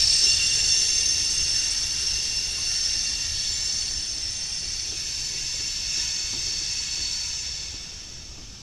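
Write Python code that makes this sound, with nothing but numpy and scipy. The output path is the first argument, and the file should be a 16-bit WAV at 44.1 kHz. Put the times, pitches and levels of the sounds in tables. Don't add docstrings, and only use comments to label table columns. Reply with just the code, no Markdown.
import sys
import numpy as np
from scipy import signal
from scipy.io import wavfile
from scipy.ndimage import uniform_filter1d, map_coordinates

SR = 44100
rng = np.random.default_rng(int(sys.argv[2]) if len(sys.argv) > 2 else 0)


def ratio(d):
    e = np.asarray(d, float) / 20
    return 10 ** e


def master_out(mix):
    frames = np.transpose(np.atleast_2d(mix))
    ceiling = np.clip(frames, -1, 1)
    pcm = np.round(ceiling * 32767).astype(np.int16)
    wavfile.write(sys.argv[1], SR, pcm)


N = 380122
STEP = 128

# (t/s, level/dB)
SLIP = [(0, -20), (.38, -22), (1.8, -25.5), (1.94, -26), (2.04, -25), (2.54, -28), (2.76, -25),
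        (3.29, -27.5), (3.65, -26.5), (3.96, -29.5), (4.54, -31), (5.88, -29), (6, -25.5), (6.14, -29),
        (7.3, -29.5), (7.5, -32.5), (8.05, -40.5), (8.62, -47.5)]
# (start t/s, length t/s, f/Hz, rms level/dB)
SINGS = [(0.247, 0.113, 2774, -30.9), (0.386, 0.087, 2768, -30.6), (0.415, 0.041, 7216, -34.0),
         (0.522, 0.064, 7230, -37.1), (0.653, 0.049, 10902, -49.0), (0.958, 0.061, 6288, -28.2),
         (1.086, 0.052, 9060, -46.1), (1.373, 0.041, 5336, -29.5), (1.556, 0.064, 6272, -30.5),
         (2.04, 0.052, 5554, -31.2), (2.299, 0.064, 2761, -40.5), (2.723, 0.058, 7166, -44.4),
         (3.042, 0.061, 2758, -40.9), (3.439, 0.041, 3534, -43.8), (3.463, 0.049, 4422, -35.7),
         (4.348, 0.049, 6284, -36.5), (4.952, 0.046, 8113, -51.7), (5.039, 0.049, 7160, -45.4),
         (5.236, 0.081, 7150, -44.5), (6.708, 0.046, 9056, -54.1), (6.882, 0.055, 4438, -36.2),
         (6.893, 0.081, 8077, -50.8), (7.015, 0.07, 4436, -32.8), (7.329, 0.038, 5400, -35.7)]


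def evened(x):
    return x / np.sqrt(np.mean(x ** 2) + 1e-20)


def curve(rows, axis=1):
    rows = np.array(rows)
    return np.interp(np.arange(N) / SR, rows[:, 0], rows[:, axis])


def drift(slow_hz, fast_hz):
    hz = np.geomspace(slow_hz, fast_hz, 30)[:, None]
    t = np.arange(0, N + STEP, STEP) / SR
    waves = np.sin(2 * np.pi * (hz * t + rng.random(hz.shape)))
    return evened(waves.sum(0))


def smooth_gain(control_db):
    return np.interp(np.arange(N), np.arange(len(control_db)) * STEP, ratio(control_db))


def ring(x, hz, width):
    r = np.exp(-np.pi * width / SR)
    w = 2 * np.pi * hz / SR
    edge_gain = (1 - r * r) / 2
    return signal.lfilter([edge_gain, 0, -edge_gain], [1, -2 * r * np.cos(w), r * r], x)


def coloured(points, patchy_db, bright_db=0., strands_db=0.):
    frames, hz = N // 256 + 5, np.fft.rfftfreq(1024, 1 / SR)
    a, b, patches, strands = rng.standard_normal((frames, 513, 4)).T
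    strands = uniform_filter1d(strands, size=60, axis=1)
    strands = evened(uniform_filter1d(strands, size=40, axis=1))
    patches = uniform_filter1d(patches, size=10, axis=0)
    patches = evened(uniform_filter1d(patches, size=12, axis=1))

    f, level_db = np.transpose(points)
    shape_db = np.interp(np.log(hz + 1), np.log(f + 1), level_db, left=-90, right=-90)[:, None]
    lift_db = np.clip((hz[:, None] - 8000) / 2500, 0, 1) * bright_db
    gain = ratio(shape_db + patchy_db * patches + strands_db * strands + lift_db)
    noise = signal.istft((a + 1j * b) * gain, nperseg=1024, noverlap=768)[1]
    return evened(noise[:N])


def wheel(pitches, modes, locks, flutter_db, wander_db, skirt_hz):
    t, out = np.arange(0, N + STEP, STEP) / SR, np.zeros(N)
    table_hz = np.array(pitches)
    for k, (hz, (width, db)) in enumerate(zip(pitches, modes)):
        drive_db = db + flutter_db * drift(5, 70) + wander_db * drift(0.488, 4)
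        for start, length, lock_hz, extra_db in locks:
            if np.argmin(abs(table_hz - lock_hz)) == k:
                inside = np.minimum(t - start, start + length - t)
                drive_db += extra_db * np.clip(inside / (.05 + .15 * length) + .5, 0, 1)
        for start, length, sing_hz, _ in SINGS:
            if abs(sing_hz - hz) < 60:
                drive_db -= 7 * ((t > start - .02) & (t < start + length - .005))
        friction = smooth_gain(drive_db) * rng.standard_normal(N)
        slips = ring(friction, hz, width + skirt_hz)
        out += ring(slips, hz, width)
    usual_rms = np.sqrt(sum(ratio(2 * db) * width * np.pi / SR for width, db in modes))
    return out / usual_rms


def receding(x):
    lead_share = .0012
    sag_per_s = .0013
    t = np.arange(N) / SR
    heard_s = t + lead_share * t - .5 * sag_per_s * t ** 2
    return map_coordinates(x, [SR * heard_s], order=3, mode="nearest")


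def singing():
    out = np.zeros(N)
    for s, length, hz, db in SINGS:
        t = np.arange(round((length + .02) * SR)) / SR
        waver = .5 * np.sin(2 * np.pi * (12 * t + rng.random()))
        flutter_db = 2.5 * np.sin(2 * np.pi * (rng.uniform(25, 45) * t + rng.random()))
        tone = np.sqrt(2) * np.sin(2 * np.pi * hz * t + waver)
        soft_ends = signal.windows.tukey(len(t), .6)
        part = out[round((s - .01) * SR):][:len(t)]
        part += ratio(db + 1.5 + flutter_db) * tone * soft_ends
    return out


def squeal():
    first_hz = [1810, 2225, 2773, 3270, 3528, 3900, 4455, 4560, 5180, 5357, 5560, 5950, 6285, 7215, 7330,
                8125, 8230, 9070, 9975, 10895, 11680]
    # (width f/Hz, level/dB)
    first_modes = [(63, -21.5), (78.704, -24.5), (27.2, -4), (60, -19.5), (45.8, -11.5), (140, -16.5),
                   (57.4, -4), (111.11, -10), (83.333, -9), (51.4, 2.5), (136, -3), (200, -11.5),
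                   (51.3, 0.5), (65, -12), (150, -34), (55, -16.5), (129.6, -20), (59, -17), (70, -33),
                   (90, -35.5), (170, -36.5)]
    # (start t/s, length t/s, f/Hz, extra level/dB)
    first_locks = [(0, .22, 2770, -3), (.46, .24, 2770, 4), (1.3, .4, 2770, 2), (3.3, 1.6, 2770, -3),
                   (1.7, .35, 2770, -3), (2.15, .4, 2770, 1.5), (2.7, 2.9, 2770, -3), (0, .35, 5350, 5),
                   (.7, .3, 5350, 3), (0, .6, 8120, 8), (.6, .4, 8120, 3), (1.25, .55, 8120, 8),
                   (.25, .75, 7210, 6), (3.45, .6, 7210, 6), (.7, .7, 6280, 4), (1.75, .45, 6280, -3),
                   (0, .2, 6280, -5), (.7, .55, 9070, 4), (2.45, .3, 9070, 5), (3.72, 1.25, 9070, 5),
                   (.25, 3.5, 10900, 11), (.5, 2.25, 10900, 5), (.2, .8, 3530, 4), (1.5, .9, 4450, -2),
                   (3.3, .7, 4450, 3), (2.55, 1.3, 1810, 4), (3.3, .6, 2230, 5), (2.3, .6, 11700, 4),
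                   (0, 1.9, 1810, 3), (0, .8, 4450, 2)]
    second_hz = [960, 1780, 2200, 2565, 2690, 3270, 3535, 3825, 4460, 4540, 5290, 5410, 5580, 5910, 6210,
                 6370, 7150, 7330, 8085, 8260, 9045, 9930, 10900, 11800]
    # (width f/Hz, level/dB)
    second_modes = [(45, -20), (110, -16), (31, -9.5), (90, -12), (130, -7), (32.407, -10), (78.704, -6.5),
                    (65, -7.5), (45.3, 3.5), (101.85, -11), (96, 3), (110, 2), (200, 0), (120, -20),
                    (55, 2), (160, -1.5), (50, -1.5), (150, -11), (64, -15.5), (170, -17.5), (64.815, -21),
                    (70, -51), (220, -36), (90, -29)]
    # (start t/s, length t/s, f/Hz, extra level/dB)
    second_locks = [(6.2, 1.2, 4450, 3), (6.7, .5, 4450, 3), (6.2, .95, 8090, 4), (6.25, 1.1, 9040, 4),
                    (5, .6, 7150, 3), (5.9, .4, 2200, 4), (7.6, 1.1, 3540, 3), (6, .1, 960, 3),
                    (7.05, .12, 960, 4), (5.9, .3, 1750, 5), (8.2, .6, 4450, -4), (7.5, 1.2, 8090, -6),
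                    (7.7, 1, 7150, -6), (7.7, 1, 6210, -4), (7.6, 1.1, 9040, -4), (7.6, 1.1, 2200, 4),
                    (7.4, 1.3, 1750, 3), (4.9, .3, 5410, 2), (5.55, .35, 4450, 3)]
    # (start t/s, end t/s)
    handover = (4.3, 6.42)

    first_db, second_db = -0.24, -0.08
    progress = (np.arange(N) / SR - handover[0]) / (handover[1] - handover[0])
    turn = np.clip(progress, 0, 1) * np.pi / 2
    first = receding(wheel(first_hz, first_modes, first_locks, 0.67, 1.0, 440))
    second = wheel(second_hz, second_modes, second_locks, 0.81, 0.99, 350)
    ringing = ratio(first_db) * np.cos(turn) * first + ratio(second_db) * np.sin(turn) * second
    return ratio(curve(SLIP)) * ringing + singing()


def scrape():
    # (f/Hz, level/dB per Hz)
    scrape_colour = [(600, -35), (1200, -20), (1700, -11.5), (2500, -9), (3100, -8), (4200, -7.5),
                     (4800, -1.5), (6000, 1), (6800, -7.5), (7700, -11), (8600, -23), (10400, -26),
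                     (12200, -31), (15000, -44)]
    # (arrival t/s, lift level/dB, dulling dB/s)
    brightness = [
        (0, 4, .5),
        (5, 6, 2),
    ]

    scrape_db, follows, slip_mean_db = -34.5, 0.7, -27.5
    t = np.arange(N // 256 + 5) * 256 / SR
    bright_db = np.zeros(len(t))
    for s, lift_db, dull_db in brightness:
        bright_db = np.where(t >= s, lift_db - dull_db * (t - s), bright_db)
    hiss = coloured(scrape_colour, 1.2, bright_db, strands_db=3.3)
    level_db = scrape_db + follows * (curve(SLIP) - slip_mean_db)
    judder = smooth_gain(0.62 * drift(4, 60))
    return ratio(level_db) * judder * hiss


def rumble():
    # (f/Hz, level/dB per Hz)
    roar_colour = [(8.8, -32), (15, -3), (55, 4), (112, -8), (170, -14.5), (220, -43), (370, -120)]
    # (f/Hz, level/dB per Hz)
    clatter_colour = [(82, -25), (140, -0.5), (225, -5.5), (356, -5.5), (583, -12), (912, -11),
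                      (1170, -18.5), (1300, -14), (1690, -26), (2860, -120)]
    # (t/s, extra level/dB)
    roar_swells = [
        (0.02, 5),
        (.42, 3.5),
        (1.41, 4.5),
        (3.31, 2),
        (3.53, 3),
        (5.06, 3.5),
        (5.45, 4.5),
        (6.58, 2),
        (7.5, 1),
    ]

    roar_db, roar_recedes = -40.5, 0.31
    clatter_db, clatter_recedes = -47.5, 0.55
    t = np.arange(N) / SR
    away_db = -20 * np.log10(1 + t / 3.17)
    swell_db = sum(db * np.exp(-.5 * ((t - s) / 0.031) ** 2) for s, db in roar_swells)
    roar = smooth_gain(0.46 * drift(1.3, 8.3)) * coloured(roar_colour, 1.0)
    roar = ratio(roar_db + roar_recedes * away_db + swell_db) * roar
    clatter = smooth_gain(0.49 * drift(3, 30)) * coloured(clatter_colour, 0.8, strands_db=2.0)
    return roar + ratio(clatter_db + clatter_recedes * away_db) * clatter


def knocks():
    # (t/s, peak level/dB, body f/Hz, time to fall 60 dB t/s)
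    blows = [(0.211, -42.5, 339, 0.53), (0.511, -50, 331, 0.26), (2.573, -42.5, 1050, 0.18),
             (4.144, -52, 261, 0.25), (4.617, -48, 390, 0.23), (4.916, -43, 373, 0.12),
             (5.332, -45, 390, 0.15), (5.532, -45.5, 536, 0.18), (5.596, -41.5, 310, 0.15),
             (5.961, -44.5, 340, 0.33), (6.328, -37, 249, 0.098), (6.349, -46, 327, 0.3),
             (6.457, -45, 309, 0.25), (6.6, -43.5, 324, 0.19), (6.961, -44.5, 302, 0.38),
             (7.734, -43, 322, 0.14), (8.369, -45, 265, 0.33)]

    out, t = np.zeros(N), np.arange(SR // 2) / SR
    for s, peak_db, hz, t60 in blows:
        soft_start = np.minimum(t / .01, 1)
        burst = rng.standard_normal(len(t)) * ratio(-60 * t / t60) * soft_start
        body = evened(ring(ring(burst, hz, 97), hz, 300))
        clack = evened(ring(burst, 620, 700))
        thud = evened(ring(ring(burst, 220, 310), 240, 650))
        blow = body + 0.66 * clack + 0.54 * thud
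        part = out[round(s * SR):][:len(t)]
        part += (ratio(peak_db + 4.5) * blow / abs(blow).max())[:len(part)]
    return out


def night_hiss():
    # (f/Hz, level/dB per Hz)
    hiss_colour = [(1500, -30), (3000, 5), (9000, -24), (13500, -20), (15100, -26)]
    return ratio(-55.5) * coloured(hiss_colour, .6)


def scene():
    mono = squeal() + scrape() + rumble() + knocks() + night_hiss()
    return np.tile(mono, (2, 1))


def roll_off(x):
    return signal.sosfilt(signal.butter(12, 15310, fs=SR, output="sos"), x)


def record(dry):
    # (f/Hz, width f/Hz, depth 0-1)
    notch = (12990, 1000, .96)
    hz, width, depth = notch
    notched = dry - depth * ring(dry, hz, width)
    treble_cut = signal.firwin(151, 14850, window=("kaiser", 9), fs=SR)
    finished = signal.oaconvolve(notched, treble_cut[None], "same")
    return roll_off(finished)


dry = scene()
out = record(dry)
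master_out(out)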